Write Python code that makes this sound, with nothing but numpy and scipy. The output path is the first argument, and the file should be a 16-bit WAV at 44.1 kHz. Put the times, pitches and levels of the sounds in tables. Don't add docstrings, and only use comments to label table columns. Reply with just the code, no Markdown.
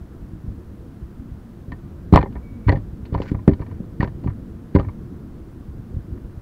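import sys
import numpy as np
from scipy import signal
from scipy.fft import rfft, irfft
from scipy.io import wavfile
from scipy.ndimage import uniform_filter1d

SR = 44100
rng = np.random.default_rng(int(sys.argv[2]) if len(sys.argv) > 2 else 0)


def bounce(signal):
    frames = np.transpose(np.atleast_2d(signal))
    limited = np.clip(frames, -1, 1)
    pcm = np.round(limited * 32767).astype(np.int16)
    wavfile.write(sys.argv[1], SR, pcm)


def voltage_ratio(level):
    return 10 ** (np.asarray(level, float) / 20)


N = 282681

# pitch in Hz, level in dB, time to die by 60 dB in seconds.
LIDS = [(690, -6, .025), (830, -6, .022), (990, -1, .028), (1150, -3, .022), (1400, -12, .018),
        (1580, -11, .02), (1800, -7, .025), (2050, -10, .018), (2250, -13, .018)]


def evened(x):
    return x / np.sqrt(np.mean(x ** 2) + 1e-20)


def peaked(x):
    return x / abs(x).max()


def below(x, hz, order):
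    return signal.sosfilt(signal.butter(order, hz, fs=SR, output="sos"), x)


def read(points, hz):
    point_hz, value = np.transpose(points)
    return np.interp(np.log(hz + 1), np.log(point_hz + 1), value)


def add(mix, start, sound):
    part = mix[max(round(start * SR), 0):][:len(sound)]
    part += sound[:len(part)]


def ring(modes, seconds, spread_db=0):
    hz, db, t60 = np.transpose(modes)[:, :, None]
    t = np.arange(round(seconds * SR)) / SR
    fading = voltage_ratio(db + spread_db - 60 * t / np.maximum(t60, .004))
    return (fading * np.sin(2 * np.pi * hz * t)).sum(0)


def noise(points, size, patchy_db):
    hop = size // 4
    frames = N // hop + 5
    hz = np.fft.rfftfreq(size, 1 / SR)
    a, b, patches = rng.standard_normal((frames, len(hz), 3)).T
    for axis in (0, 1):
        patches = uniform_filter1d(patches, size=5, axis=axis)
    level_db = read(points, hz)[:, None] + patchy_db * evened(patches)
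    spectra = (a + 1j * b) * voltage_ratio(level_db)
    return evened(signal.istft(spectra, nperseg=size, noverlap=size - hop)[1][:N])


def air():
    # pitch in Hz, level in dB per Hz.
    air_spectrum = [(290, -42), (500, -10.5), (639, -2.5), (840, -8.5), (1010, -6.5), (1110, -9),
                    (1430, -9.5), (2340, -20.5), (3400, -23.5), (7970, -30.5), (15700, -30)]
    return voltage_ratio(-57.5) * noise(air_spectrum + [(15900, -100)], size=512, patchy_db=0.0)


def rumble():
    # pitch in Hz, level in dB per Hz.
    rumble_spectrum = [(12, -37), (20, -9.5), (66, -2.5), (119, -4.5), (159, -8), (213, -5.5), (295, -12.5),
                       (344, -10.5), (381, -21), (460, -20), (837, -45.5), (1200, -45), (1560, -58.5),
                       (2640, -120)]
    # time in seconds, rumble level in dB.
    gusts = [(0.0, -38), (1.23, -38.5), (1.52, -39), (2.07, -37.5), (2.3, -34.5), (2.53, -37),
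             (3.43, -34.5), (4.62, -35.5), (4.86, -34.5), (5.57, -37.5), (6.12, -35), (6.41, -37.5)]
    s, db = np.transpose(gusts)
    lumps_db = rng.standard_normal(N)
    for _ in range(2):
        lumps_db = uniform_filter1d(lumps_db, size=2000)
    level_db = np.interp(np.arange(N) / SR, s, db) + evened(lumps_db)
    return voltage_ratio(level_db) * noise(rumble_spectrum, size=2048, patchy_db=1.7)


def squeak():
    # time in seconds, pitch in Hz, level in dB.
    squeak_path = [(2.415, 2285, -68), (2.44, 2280, -64), (2.51, 2250, -63), (2.57, 2255, -64),
                   (2.63, 2260, -65), (2.69, 2270, -63)]
    s, hz, db = np.transpose(squeak_path)
    t = np.arange(s[0], s[-1], 1 / SR)
    r = np.exp(-np.pi * 25 / SR)
    waver = signal.lfilter([1 - r], [1, -r], rng.standard_normal((len(t), 2)) @ [1, 1j])
    turning = waver / abs(waver)
    carrier = np.exp(2j * np.pi * np.cumsum(np.interp(t, s, hz)) / SR)
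    tone = ((.7 + evened(abs(waver)) * turning) * carrier).real
    out = np.zeros(N)
    add(out, s[0], voltage_ratio(np.interp(t, s, db)) * evened(tone) * signal.windows.tukey(len(t), .15))
    return out


def rail():
    # start in seconds, pitch in Hz, level in dB, ring time in s (ring() allows 4 ms or more).
    rail_tone = (2.24, 632, -36, -6)
    out = np.zeros(N)
    add(out, rail_tone[0], ring([rail_tone[1:]], .2) * signal.windows.tukey(round(.2 * SR), .2))
    return out


def cracks():
    # start in seconds, peak in dB.
    metal_cracks = [
        (2.1604, -23),
        (3.481, -36),
    ]
    out = np.zeros(N)
    jump = np.diff(np.exp(-np.arange(60) / 4.0), prepend=0)
    for s, db in metal_cracks:
        add(out, s, voltage_ratio(db) * jump)
    return out


def clatter(hz, spot, ring_db=0):
    # pitch in Hz, level in dB, time to die by 60 dB in seconds.
    tackle_modes = [(2800, -7, .008), (3030, 0, .01), (3450, -2, .008), (3850, -3, .007), (4220, -1, .009),
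                    (4520, -5, .01)]
    # pitch in Hz, level in dB, time to die by 60 dB in seconds.
    hook_modes = [(4950, 0, .008), (5400, -1, .007), (5850, -2, .007), (6600, -6, .007), (7200, -6, .008)]
    knock = ring([(hz, ring_db, .028)], .05)
    lids = below(knock + ring(LIDS, .05, spot[0]), 2300, order=10)
    tackle = below(ring(tackle_modes, .05, spot[1, :len(tackle_modes)]), 4650, order=12)
    hooks = below(ring(hook_modes, .05, spot[2, :len(hook_modes)]), 7600, order=10)
    return peaked(lids), peaked(tackle), peaked(hooks)


def drag(length, db, tackle_db, hook_db):
    t = np.arange(0, length, 1 / SR)
    hit, size, sign = rng.random((9000, 3, 3))[:len(t)].T
    slip_now = hit[0] < 700 / SR
    slips = slip_now * np.sign(sign - .5) * voltage_ratio(-18 * size[0] - 6.1 * size)
    lids, tackle, hooks = clatter(1500, np.zeros((3, len(LIDS), 1)))
    clicks = (np.diff(lids, 2), tackle, hooks)
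    sound = np.zeros(len(t))
    for level_db, train, click in zip((0, tackle_db, hook_db), slips, clicks):
        sound += voltage_ratio(level_db) * evened(signal.fftconvolve(train, click)[:len(t)])
    return voltage_ratio(db) * sound * np.sin(np.pi * t / length)


def writhing():
    # start in seconds, length in seconds, level in dB, tackle in dB, hooks in dB.
    drags = [
        (2.129, 0.06, -32, -5, -35),
        (2.194, 0.037, -40, -16, -31),
        (2.675, 0.021, -31.5, -13.5, -27),
        (2.723, 0.017, -47, -10, -22),
        (3.163, 0.13, -51.5, -21, -13),
        (3.249, 0.088, -47.5, -11, -17),
        (3.645, 0.15, -64, -18, -26),
        (4.004, 0.058, -41, -12, -24),
        (4.745, 0.03, -37.5, -8, -25),
        (4.787, 0.023, -51, -19, -18),
    ]
    out = np.zeros(N)
    for start, *settings in drags:
        add(out, start, drag(*settings))
    return out


def rattles():
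    # start in seconds, peak in dB, tackle in dB.
    gear_ticks = [(2.24, -40, -30), (2.259, -29.5, -45), (2.324, -52, -15), (2.771, -35, -19),
                  (3.053, -35, -14.5), (3.129, -39, -22), (3.177, -20.5, -32), (3.187, -26, -28),
                  (3.205, -37, -19), (3.255, -41, -15), (3.314, -42, -16.5), (3.346, -28.5, -31),
                  (3.389, -39, -34), (3.513, -30, -27), (3.533, -33, -15.5), (3.594, -39, -37),
                  (3.611, -45, -17), (3.619, -27, -29), (3.664, -44, -20), (3.712, -40, -23),
                  (4.048, -19.5, -43), (4.075, -26.5, -26), (4.238, -40, -19), (4.273, -24.5, -28),
                  (4.296, -32, -32), (4.81, -35, -24.5), (4.828, -38, -26), (4.847, -33.5, -33),
                  (4.885, -30, -29.5), (6.174, -51, -29)]
    # start in seconds, peak in dB, tackle in dB, knock pitch in Hz.
    hard_knocks = [(1.719, -22, -21, 1820), (2.128, -10, -23.5, 760), (2.138, -0.5, -28, 1026),
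                   (2.15, -4.5, -29, 990), (2.159, 9.5, -27, 1120), (2.167, -6.5, -35, 980),
                   (2.174, 3.5, -37, 996), (2.188, -9.5, -24, 775), (2.214, -19.5, -25, 960),
                   (2.228, -10.5, -26.5, 880), (2.354, -32, -30, 960), (2.364, -28.5, -50, 970),
                   (2.684, -7.5, -35, 960), (2.693, -6, -18, 1944), (2.701, -15.5, -37, 1860),
                   (2.719, -22, -15, 1620), (2.725, -9.5, -29, 703), (2.756, -31, -21, 1820),
                   (3.142, -19, -22, 680), (3.148, -13.5, -26.5, 970), (3.219, -21, -11.5, 960),
                   (3.48, -10.5, -29, 650), (3.492, -17.5, -24, 660), (4.006, -16, -19, 1860),
                   (4.014, -16, -32, 800), (4.029, -12, -23.5, 940), (4.752, -10.5, -37, 1690),
                   (4.762, -8.5, -30, 990), (4.787, -14.5, -29.5, 704), (4.797, -16, -21.5, 1200)]
    # its ring is 3.5 dB, that of a tick -5.5 dB at the usual 960 Hz
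    rows = [(*row, 3.5) for row in hard_knocks] + [(*row, 960, -5.5) for row in gear_ticks]
    out = np.zeros(N)
    u = np.arange(3000) / SR
    chance = rng.random((len(rows), 3, 3, len(u)))
    spots_db = 2 * rng.standard_normal((len(rows), 3, len(LIDS), 1))
    smack = 0.66 * np.exp(-((u - .0014) / 0.00093) ** 2)
    for (s, db, tackle_db, hz, ring_db), (hit, size, sign), spot in zip(rows, chance, spots_db):
        bounce_db = -6.5 - 0.53 * db - 29.0 * size - 1060 * u
        bounces = voltage_ratio(bounce_db) * (1 - np.exp(-u / 0.001))
        bounce_now = hit < 2500 / SR
        patter = bounce_now * np.sign(sign - .5) * bounces + smack * (size - .5)
        patter[:, 40] = .7
        levels_db = (0, tackle_db + 5, tackle_db - 9.5)
        for level_db, train, click in zip(levels_db, patter, clatter(hz, spot, ring_db)):
            add(out, s - .001, voltage_ratio(db - 6.5 + level_db) * signal.fftconvolve(train, click))
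    return out


def blows():
    # pitch in Hz, level in dB, time to die by 60 dB in seconds.
    hull_modes = [(45.4, -17, 0.68), (70, -4.5, 0.11), (102, -8.5, 0.35), (143.1, -3.5, 0.092)]
    # pitch in Hz, level in dB, time to die by 60 dB in seconds.
    hatch_modes = [(193.5, -2.5, 0.085), (232.4, -14.5, 0.15), (291.6, -0.5, 0.077), (321, -7, 0.081),
                   (390, -2, 0.11), (439, -7, 0.059), (487.5, -7, 0.12), (543, 0, 0.076),
                   (598, -18.5, 0.24), (678, -16, 0.043), (801, -2.5, 0.14)]
    # start in seconds, peak in dB, panel pitch in Hz, contact in ms, hatch knock in dB.
    slaps = [(2.124, 4.5, 169, 2.7, -8.5), (2.15, -9, 128, 4.1, 2), (2.163, -2, 151, 2.65, 12),
             (2.234, -12.5, 390, 1.56, -15), (2.26, -21.5, 80.7, 1.3, 4), (2.356, -20.5, 61, 2.5, -11),
             (2.663, -4.5, 91.5, 4.3, -22), (2.682, -1, 91.3, 3.2, -9.5), (2.697, -5, 113, 1.44, -7),
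             (2.768, -16.5, 115, 3.7, -2), (3.143, -13.5, 170, 1.62, 2), (3.2, -9.5, 480, 1.84, -8.5),
             (3.239, -26, 90, 1.7, 2), (3.476, 6.5, 205, 2.56, -5.5), (3.4892, 0.5, 200, 3.1, 5.5),
             (3.519, -9, 83.4, 3.6, -7), (3.801, -14.5, 204, 2.3, -16), (3.997, -5.5, 130, 4.5, 3),
             (4.073, -18.5, 134, 4.3, -13), (4.259, -9.5, 137, 3.77, -2.5), (4.748, 1, 150, 2.74, -1),
             (4.759, -1.5, 85.6, 1.93, -8), (4.867, -14.5, 91.5, 4.1, -12)]
    # start in seconds, peak in dB, panel pitch in Hz, contact in ms,
    # hull boom in dB.
    thumps = [(1.678, -20, 107, 2.5, 12), (1.722, -22.5, 80.7, 3.9, -7), (2.134, 4.5, 60.5, 2.9, 5.5),
              (2.188, -5.5, 76, 1.53, 11.5), (2.725, -6.5, 61.9, 1.23, 7), (2.747, -10.5, 113, 1.03, 15),
              (3.122, -10.5, 88, 2.5, 12.5), (3.154, -10, 67.3, 2.25, 10), (3.314, -5.5, 286, 3.4, -5),
              (3.344, -13, 116, 1.7, 20), (3.6, -14, 62.3, 2.6, 7), (4.028, -7, 192, 2.1, 2.5),
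              (4.242, -17.5, 226, 0.99, 20.5), (4.281, -11.5, 105, 4.3, 11), (4.791, -6, 80, 2, 5.5)]
    # start in seconds, peak in dB, panel pitch in Hz.
    bumps = [(0.009, -25, 70), (0.329, -22.5, 83), (0.439, -22.5, 123), (0.473, -15.5, 59.7),
             (0.689, -26.5, 71), (0.886, -49, 231), (1.02, -20.5, 66), (1.191, -23, 71), (1.312, -21, 61.5),
             (2.518, -23.5, 102), (2.879, -30, 66), (2.927, -21.5, 91.5), (3.026, -21, 88.5),
             (3.39, -34, 140), (3.707, -36, 88), (4.148, -21, 89), (5.68, -23.5, 88), (5.937, -16.5, 96),
             (5.963, -11.5, 102), (6.119, -18, 75.5), (6.24, -22, 59.6), (6.369, -21.5, 94)]
    rows = [(s, db, hz, ms, -14.5, knock_db) for s, db, hz, ms, knock_db in slaps]
    rows += [(*row, -0.1) for row in thumps]
    rows += [(s, db, hz, 1000 * 0.43 / hz, 1.5, -6.5) for s, db, hz in bumps]

    out = np.zeros(N)
    size = 16384
    hz_axis = np.fft.rfftfreq(size, 1 / SR)
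    bending = np.exp(-2j * np.pi * 0.0597 * np.sqrt(hz_axis))
    no_deep_bass = (1j * hz_axis / (1j * hz_axis + 45)) ** 2
    travel = bending * no_deep_bass
    hull, hatch = ring(hull_modes, .3), ring(hatch_modes, .3)
    for s, db, hz, contact_ms, boom_db, knock_db in rows:
        push = np.hanning(max(round(contact_ms * SR / 1000), 8))
        panel = ring([(hz, 0, 8.4 / hz)], .3)
        body = panel + voltage_ratio(boom_db) * hull + voltage_ratio(knock_db) * hatch
        thud = irfft(rfft(body, size) * rfft(push, size) * travel)[:14000]
        add(out, s, -voltage_ratio(db - 2.5) * peaked(thud))
    return out


def scene():
    background = air() + rumble() + squeak()
    loose_gear = rail() + cracks() + writhing() + rattles()
    return (background + loose_gear + blows())[None]


def band_limit(x):
    return signal.sosfilt(signal.butter(12, 16850, fs=SR, output="sos"), x)


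def record(dry):
    overloaded = np.clip(dry, -1, 1)
    return band_limit(overloaded)


dry = scene()
out = record(dry)
bounce(out)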